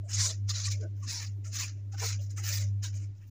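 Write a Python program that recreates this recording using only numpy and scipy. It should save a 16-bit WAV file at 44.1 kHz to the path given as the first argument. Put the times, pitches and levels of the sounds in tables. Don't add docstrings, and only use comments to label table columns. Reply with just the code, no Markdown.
import sys
import numpy as np
from scipy import signal
from scipy.fft import rfft, irfft
from scipy.io import wavfile
from scipy.ndimage import uniform_filter1d

SR = 44100
rng = np.random.default_rng(int(sys.argv[2]) if len(sys.argv) > 2 else 0)


def digitize_waveform(pressure):
    field = np.atleast_2d(pressure).T
    bounded = np.clip(field, -1, 1)
    quanta = np.round(bounded * 32767).astype(np.int16)
    wavfile.write(sys.argv[1], SR, quanta)


def convert_level_to_amplitude(level_db):
    exponent = np.asarray(level_db, float) / 20
    return 10 ** exponent


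N = 145530


def rms_one(x):
    return x / np.sqrt(np.mean(x ** 2) + 1e-20)


def drift(rate_hz):
    r = np.exp(-80 * np.pi * rate_hz / SR)
    white = rng.standard_normal(N // 40 + 2002)
    slow = signal.lfilter([1], [1, -2 * r, r * r], white)[2000:]
    return np.interp(np.arange(N) / 40, np.arange(len(slow)), rms_one(slow))


def patchy(x, spectrum, patch_db, rate_hz):
    hz = np.arange(N // 2 + 1) * SR / N + 1
    at_hz, level_db = np.transpose(spectrum)
    shaped = rfft(x) * convert_level_to_amplitude(np.interp(np.log(hz), np.log(at_hz), level_db, -90, -90))
    position = 5 * np.log2(hz)
    out = np.zeros(N)
    for k in range(int(5 * np.log2(at_hz[0])), int(5 * np.log2(at_hz[-1])) + 2):
        band = irfft(shaped * np.clip(1 - abs(position - k), 0, 1), N)
        out += band * convert_level_to_amplitude(patch_db * drift(rate_hz))
    return rms_one(out)


HUM_OFF_S = 3.107
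# (frequency [Hz], level [dB per Hz])
SUB_SPECTRUM = [(18, -8.5), (30, -3.5), (55, -4), (68, 3.5), (85, 0.5), (130, -16)]
RUMBLE_SPECTRUM = [(120, 7), (170, -1.5), (250, -1), (320, -0.5), (450, -14.5), (600, -12), (750, -22.5),
                   (1000, -36.5)]
HISS_SPECTRUM = [(800, -7.5), (1600, -8.5), (2300, -7), (3300, -10.5), (4600, -11.5), (6800, -10),
                 (7800, -18), (8300, -54.5)]
AIR_SPECTRUM = [(8000, -15), (13800, -14.5), (14700, -9), (15300, 0), (15750, -8)]


def background():
    white = rng.standard_normal(N)
    hum_gone = np.clip((np.arange(N) / SR - HUM_OFF_S) * 50, 0, 1)
    sub = convert_level_to_amplitude(-66.5) * patchy(white, SUB_SPECTRUM, 1.5, 2.7)
    rumble = convert_level_to_amplitude(-61.5 - 4.5 * hum_gone) * patchy(white, RUMBLE_SPECTRUM, 4.5, 19.0)
    hiss = convert_level_to_amplitude(-77.5 + 0.5 * drift(4.5)) * patchy(white, HISS_SPECTRUM, 1.3, 27.0)
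    air = convert_level_to_amplitude(-87 + 3.1 * drift(6.5)) * patchy(white, AIR_SPECTRUM, 0.91, 9.0)
    return sub + rumble + hiss + air


HUM_HZ, HUM_PEAK_S = 100, 0.0036
HUM_OFF_DB, HUM_DIES_DB_PER_S2 = -2.5, 2000
FAR_HUM_S, FAR_HUM_DB = 3.19, -47.5
HUM_SKIRT_DB, HUM_FLUTTER_DB, OVERTONE_DB = -30, 0.6, 1.5
# (time [s], level [dB])
HUM_LEVEL = [(0.0, -34.5), (0.09, -41), (0.19, -28.5), (0.32, -39), (0.46, -30), (0.62, -36.5), (0.7, -30),
             (0.91, -37), (1.06, -35.5), (1.14, -43), (1.29, -36), (1.78, -39.5), (2.17, -32),
             (2.301, -36.5), (2.71, -29), (2.87, -36), (2.96, -33), (3.1, -38)]
# (time [s], level [dB])
SUPPLY_JOLTS = [
    (1.119, -47),
    (3.103, -48),
]


def hum():
    at_s, level_db = np.transpose(HUM_LEVEL)
    t = np.arange(N) / SR
    off_db = np.where(t > HUM_OFF_S, HUM_OFF_DB - HUM_DIES_DB_PER_S2 * (t - HUM_OFF_S) ** 2, 0)
    swell = uniform_filter1d(convert_level_to_amplitude(np.interp(t, at_s, level_db) + HUM_FLUTTER_DB * drift(28.0)), 800)
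    near = swell * uniform_filter1d(convert_level_to_amplitude(off_db), 200)
    gain = near + convert_level_to_amplitude(FAR_HUM_DB) / (1 + np.exp((FAR_HUM_S - t) / 0.005))
    phase = 2 * np.pi * HUM_HZ * (t - HUM_PEAK_S)
    rough = 1 + convert_level_to_amplitude(HUM_SKIRT_DB) * (drift(74) + 1j * drift(18))
    fundamental = gain * np.real(rough * np.exp(1j * phase))
    overtone = convert_level_to_amplitude(OVERTONE_DB) * gain ** 2 * np.cos(2 * phase + 1)
    jolts = sum(convert_level_to_amplitude(db) * np.exp(-((t - s) / 0.0027) ** 2) for s, db in SUPPLY_JOLTS)
    return jolts + np.sqrt(2) * (fundamental + overtone)


def ringing_bursts(rows, width):
    onset_share = 0.85
    out = np.zeros(N + SR)
    for s, length_s, db, hz in rows:
        first = max(int((s - 0.2) * SR), 0)
        t = (first + np.arange(SR // 2)) / SR - s
        r = np.exp(-np.pi * width * hz / SR)
        tone = rng.standard_normal(len(t))
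        for _ in range(2):
            tone = signal.lfilter([1, 0, -1], [1, -2 * r * np.cos(2 * np.pi * hz / SR), r * r], tone)
        tone = tone / np.sqrt(abs(signal.hilbert(tone)) + 1e-9)
        side = np.where(t < 0, onset_share, 2 - onset_share)
        window = np.exp(-0.5 * abs(t / (length_s / 1.73 * side)) ** 3)
        burst = window * tone
        out[first:first + len(t)] += convert_level_to_amplitude(db) * burst / np.sqrt(np.sum(burst ** 2) / np.sum(window ** 2))
    return out[:N]


# (loudest [s], length [s], level [dB],
# pitch [Hz])
CLOTH_SQUELCHES = [(0.058, 0.041, -60, 620), (0.236, 0.072, -55.5, 1046), (0.281, 0.059, -55, 623),
                   (0.296, 0.043, -59, 443), (.505, 0.017, -53.5, 1196), (0.682, 0.013, -55, 1148),
                   (0.828, 0.046, -51, 446), (0.842, 0.032, -49.5, 334), (.845, 0.033, -50, 613),
                   (.84, 0.033, -62, 1517), (1.039, 0.019, -57.5, 1137), (1.165, 0.072, -62, 906),
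                   (1.461, 0.017, -63, 1343), (1.624, 0.031, -55.5, 1050), (1.944, 0.013, -57, 775),
                   (2.03, 0.013, -45, 1000), (2.031, 0.021, -47.5, 730), (2.04, 0.024, -51.5, 1330),
                   (2.038, 0.034, -46, 442), (2.203, 0.024, -59, 594), (2.385, 0.012, -52.5, 1300),
                   (.56, 0.033, -65.5, 604), (.76, 0.044, -63, 580), (1.48, .035, -68, 612),
                   (2.4, 0.021, -64, 767), (2.52, 0.032, -57.5, 574), (2.62, 0.059, -60.5, 575),
                   (2.852, 0.016, -62, 1020), (2.965, 0.024, -68.5, 605)]


def squelches():
    return ringing_bursts(CLOTH_SQUELCHES, 0.15)


# (loudest [s], length [s], level [dB], pitch [Hz])
CAUGHT_TUFTS = [(.065, 0.036, -71.5, 7200), (.105, 0.025, -49, 6800), (.139, 0.012, -47, 5070),
                (.147, 0.022, -35, 6590), (.217, 0.072, -34.5, 5980), (.24, 0.069, -37, 7060),
                (.265, 0.016, -38, 6600), (.302, 0.022, -43.5, 3950), (.502, 0.011, -36.5, 4740),
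                (.505, 0.011, -39, 3910), (.558, 0.019, -42.5, 4120), (.6, 0.03, -56, 6300),
                (.649, 0.021, -39, 4350), (.662, 0.019, -43, 7400), (.66, .01, -48, 2350),
                (.681, .007, -49, 1990), (.719, 0.017, -46, 4170), (.729, 0.033, -53.5, 2280),
                (1.043, .024, -54.5, 6400), (1.104, .028, -45, 6500), (1.105, 0.034, -45, 5100),
                (1.166, .045, -43, 5600), (1.18, 0.036, -49, 4340), (1.272, 0.0092, -52.5, 4820),
                (1.471, .04, -56, 6590), (1.6, 0.028, -50, 5530), (1.635, 0.028, -45.5, 2540),
                (1.934, .018, -69, 7120), (1.95, 0.012, -57, 1380), (1.99, 0.019, -60, 2870),
                (2.055, 0.086, -44.5, 6670), (2.057, 0.066, -43.5, 5700), (2.06, 0.052, -45, 4200),
                (2.09, .016, -44, 6550), (2.135, 0.018, -53.5, 2470), (2.196, 0.013, -63.5, 2850),
                (2.313, 0.012, -58, 6800), (2.386, 0.031, -48, 6640), (2.456, 0.017, -44, 5540),
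                (2.494, 0.035, -43, 6900), (2.495, .03, -47.5, 2500), (2.558, 0.0063, -37.5, 4960),
                (2.62, 0.028, -50.5, 6530), (2.846, .014, -55.5, 1570), (2.847, 0.022, -51, 6850),
                (2.854, 0.022, -49, 3800), (2.962, 0.024, -55, 6600), (3.02, 0.045, -66, 6740),
                (3.15, .02, -85, 4600)]


def tufts():
    return ringing_bursts(CAUGHT_TUFTS, 0.21)


RISE_DB_PER_S, FALL_DB_PER_S, ROUND_S = 999.5, 383, 0.01
LANDING_S = 0.023
SWELL_S, DOME_DB = 0.084, 3
RASP_COLUMN, FIZZ_COLUMN = 3, 4
# (full pressure [s], hold [s], level [dB], cloth
# rasp [dB], suds fizz [dB])
PUSHES = [(0.131, 0.038, -33, -3, -14), (0.184, 0.087, -29.5, -1, -4.5), (0.296, 0.012, -34.5, -1, -3.5),
          (0.495, 0.003, -31, 0, -1.5), (0.544, 0.097, -36, -0.5, -6.5), (0.652, 0.035, -37, -1, -8.5),
          (0.71, 0.013, -37, -3.5, 0), (1.086, 0.093, -35, 0, -0.5), (1.2, 0.043, -39.5, 4.5, 0),
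          (1.257, 0.0071, -51.5, -9, 8), (1.54, 0.12, -36, 1.5, 2), (1.668, 0.024, -47, 3, -25),
          (2, 0.095, -35, 6.5, 4.5), (2.115, 0.025, -39.5, 0, -10), (2.443, 0.07, -36.5, 6, 6.5),
          (2.527, 0.058, -36, 1.5, 6.5), (2.604, 0.016, -40, 3.5, 1.5), (2.838, 0.016, -36.5, 2.5, 2.5),
          (0.097, 0.039, -46.5, 6.5, 6), (0.807, 0.011, -52, 1, -5.5), (0.965, 0.068, -68.5, 6, 21),
                 (1.022, 0.037, -57, 7.5, 5), (1.452, 0.017, -50.5, 5, 7), (1.541, 0.013, -44, -11, 4),
                 (1.763, 0.042, -70, 7.5, 1.5), (1.929, 0.012, -53, 4.5, 6), (2.193, 0.018, -56, -1, 5),
                 (2.214, 0.031, -51, -7, 11), (2.307, 0.0047, -50, -2.5, 8.5), (2.375, 0.023, -45.5, 8, 7),
                 (2.668, 0.012, -58, -5, -8), (2.936, 0.0097, -57, 6, 11), (2.956, 0.026, -54, 0, 7),
                 (2.983, 0.062, -60, 7, 5.5), (3.058, .004, -75, 2.5, 23), (3.155, 0.032, -74, -11.5, 19),
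                 (3.217, 0.014, -72, 17.5, 23), (3.275, 0.029, -72, -5, 28)]


def pressure(column, share):
    t, power = np.arange(N) / SR, 1e-20
    for row in PUSHES:
        s, hold_s, level_db = row[:3]
        since = t - s
        rise = RISE_DB_PER_S / (1 + (hold_s / SWELL_S) ** 2)
        dome = -DOME_DB * hold_s / SWELL_S * np.clip(1 - 2 * since / hold_s, -1, 1) ** 2
        landing = rise * since * (1 + abs(since) * rise / RISE_DB_PER_S / LANDING_S)
        letting_go = -FALL_DB_PER_S * (since - hold_s)
        shape = dome + np.minimum(0, np.minimum(landing, letting_go))
        power = power + convert_level_to_amplitude(2 * np.maximum(level_db + share * row[column] + shape, -150))
    return np.sqrt(np.abs(uniform_filter1d(power, int(ROUND_S * SR))))


def steepen(push, power):
    return push * (push / convert_level_to_amplitude(-39.5)) ** (power - 1)


TICKS_PER_S, TICK_SPREAD_DB = 5000, 2


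def ticks():
    sizes = convert_level_to_amplitude(TICK_SPREAD_DB * np.minimum(rng.exponential(1, N), 4)) * rng.choice([-1, 1], N)
    return sizes * (rng.random(N) < TICKS_PER_S / SR)


# (frequency [Hz], level [dB per Hz])
FIZZ_SPECTRUM = [(13300, -30), (14100, -19), (14800, -5), (15400, 0), (15700, -2), (15850, -25)]


def fizz(tips):
    return convert_level_to_amplitude(-20.5) * steepen(pressure(FIZZ_COLUMN, 1), 1.7) * patchy(tips, FIZZ_SPECTRUM, 2.5, 20.0)


# (frequency [Hz], level [dB per Hz])
SPRAY_SPECTRUM = [(7400, 1), (8000, -6), (9300, -6), (10500, -10.5), (12500, -24.5), (14000, -27)]


def spray(tips):
    return convert_level_to_amplitude(-23) * steepen(pressure(FIZZ_COLUMN, 0.57), 1.76) * patchy(tips, SPRAY_SPECTRUM, 4.2, 25.0)


# (frequency [Hz], level [dB per Hz])
BENDING_SPECTRUM = [(3000, -31), (3400, -4.5), (4100, 1.5), (4800, 0), (5500, -17)]


def bending(tips):
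    push = steepen(pressure(RASP_COLUMN, 0), 1.35)
    return convert_level_to_amplitude(-12.5) * push * patchy(tips, BENDING_SPECTRUM, 2.4, 16.0)


# (frequency [Hz], level [dB per Hz])
RASP_SPECTRUM = [(420, -22), (620, -17), (900, -13.5), (1350, -5), (2000, 0), (2600, -2.5), (3000, -4.5),
                 (3350, -16)]


def cloth_rasp(tips):
    return convert_level_to_amplitude(-16) * pressure(RASP_COLUMN, 1) * patchy(tips, RASP_SPECTRUM, 2.6, 8.0)


# (frequency [Hz], level [dB per Hz])
BRISTLE_SPECTRUM = [(4300, -31), (5000, 0), (6000, 3), (7100, 2), (7700, -18), (8200, -39.5)]


def bristles(tips):
    return convert_level_to_amplitude(-5) * pressure(RASP_COLUMN, 0) * patchy(tips, BRISTLE_SPECTRUM, 2.2, 61)


def brush():
    tips = ticks()
    scratch = convert_level_to_amplitude(1.7 * drift(50))
    return scratch * (fizz(tips) + spray(tips) + bending(tips) + cloth_rasp(tips) + bristles(tips))


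YARD_T60_S, YARD_DB = 0.11, -18.5


def yard(x):
    t = np.arange(int(0.3 * SR)) / SR
    tail = rng.standard_normal(len(t)) * convert_level_to_amplitude(-60 * t / YARD_T60_S) * (t > 0.004)
    return convert_level_to_amplitude(YARD_DB) * signal.fftconvolve(x, tail / np.sqrt(np.sum(tail ** 2)))[:N]


def scene():
    near = brush() + squelches() + tufts()
    return (near + yard(near) + hum() + background())[None]


SPECKLE = 0.55


def denoise(x):
    hz, _, z = signal.stft(x, SR, nperseg=1024, boundary="odd", padded=False)
    power = abs(z) ** 2 + 1e-20
    local = uniform_filter1d(power, size=15, axis=0)
    z = z * (power / local) ** (SPECKLE / 2 * (hz > 700)[:, None])
    return signal.istft(z, SR, nperseg=1024)[1]


def roll_off(x):
    return signal.sosfilt(signal.butter(12, 16750, fs=SR, output="sos"), x)


CUTOFF_HZ, OFFSET, FADE_SAMPLES = 15900, -0.00064, 260


def record(dry):
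    clean = denoise(np.pad(dry[0], (0, 2048), "reflect", reflect_type="odd"))[:N]
    cut = signal.sosfilt(signal.cheby2(14, 60, CUTOFF_HZ, fs=SR, output="sos"), clean)
    fade = np.sin(np.clip((N - np.arange(N)) / FADE_SAMPLES, 0, 1) * np.pi / 2) ** 2
    mix = ((cut + OFFSET) * fade)[None]
    return roll_off(mix)


dry = scene()
out = record(dry)
digitize_waveform(out)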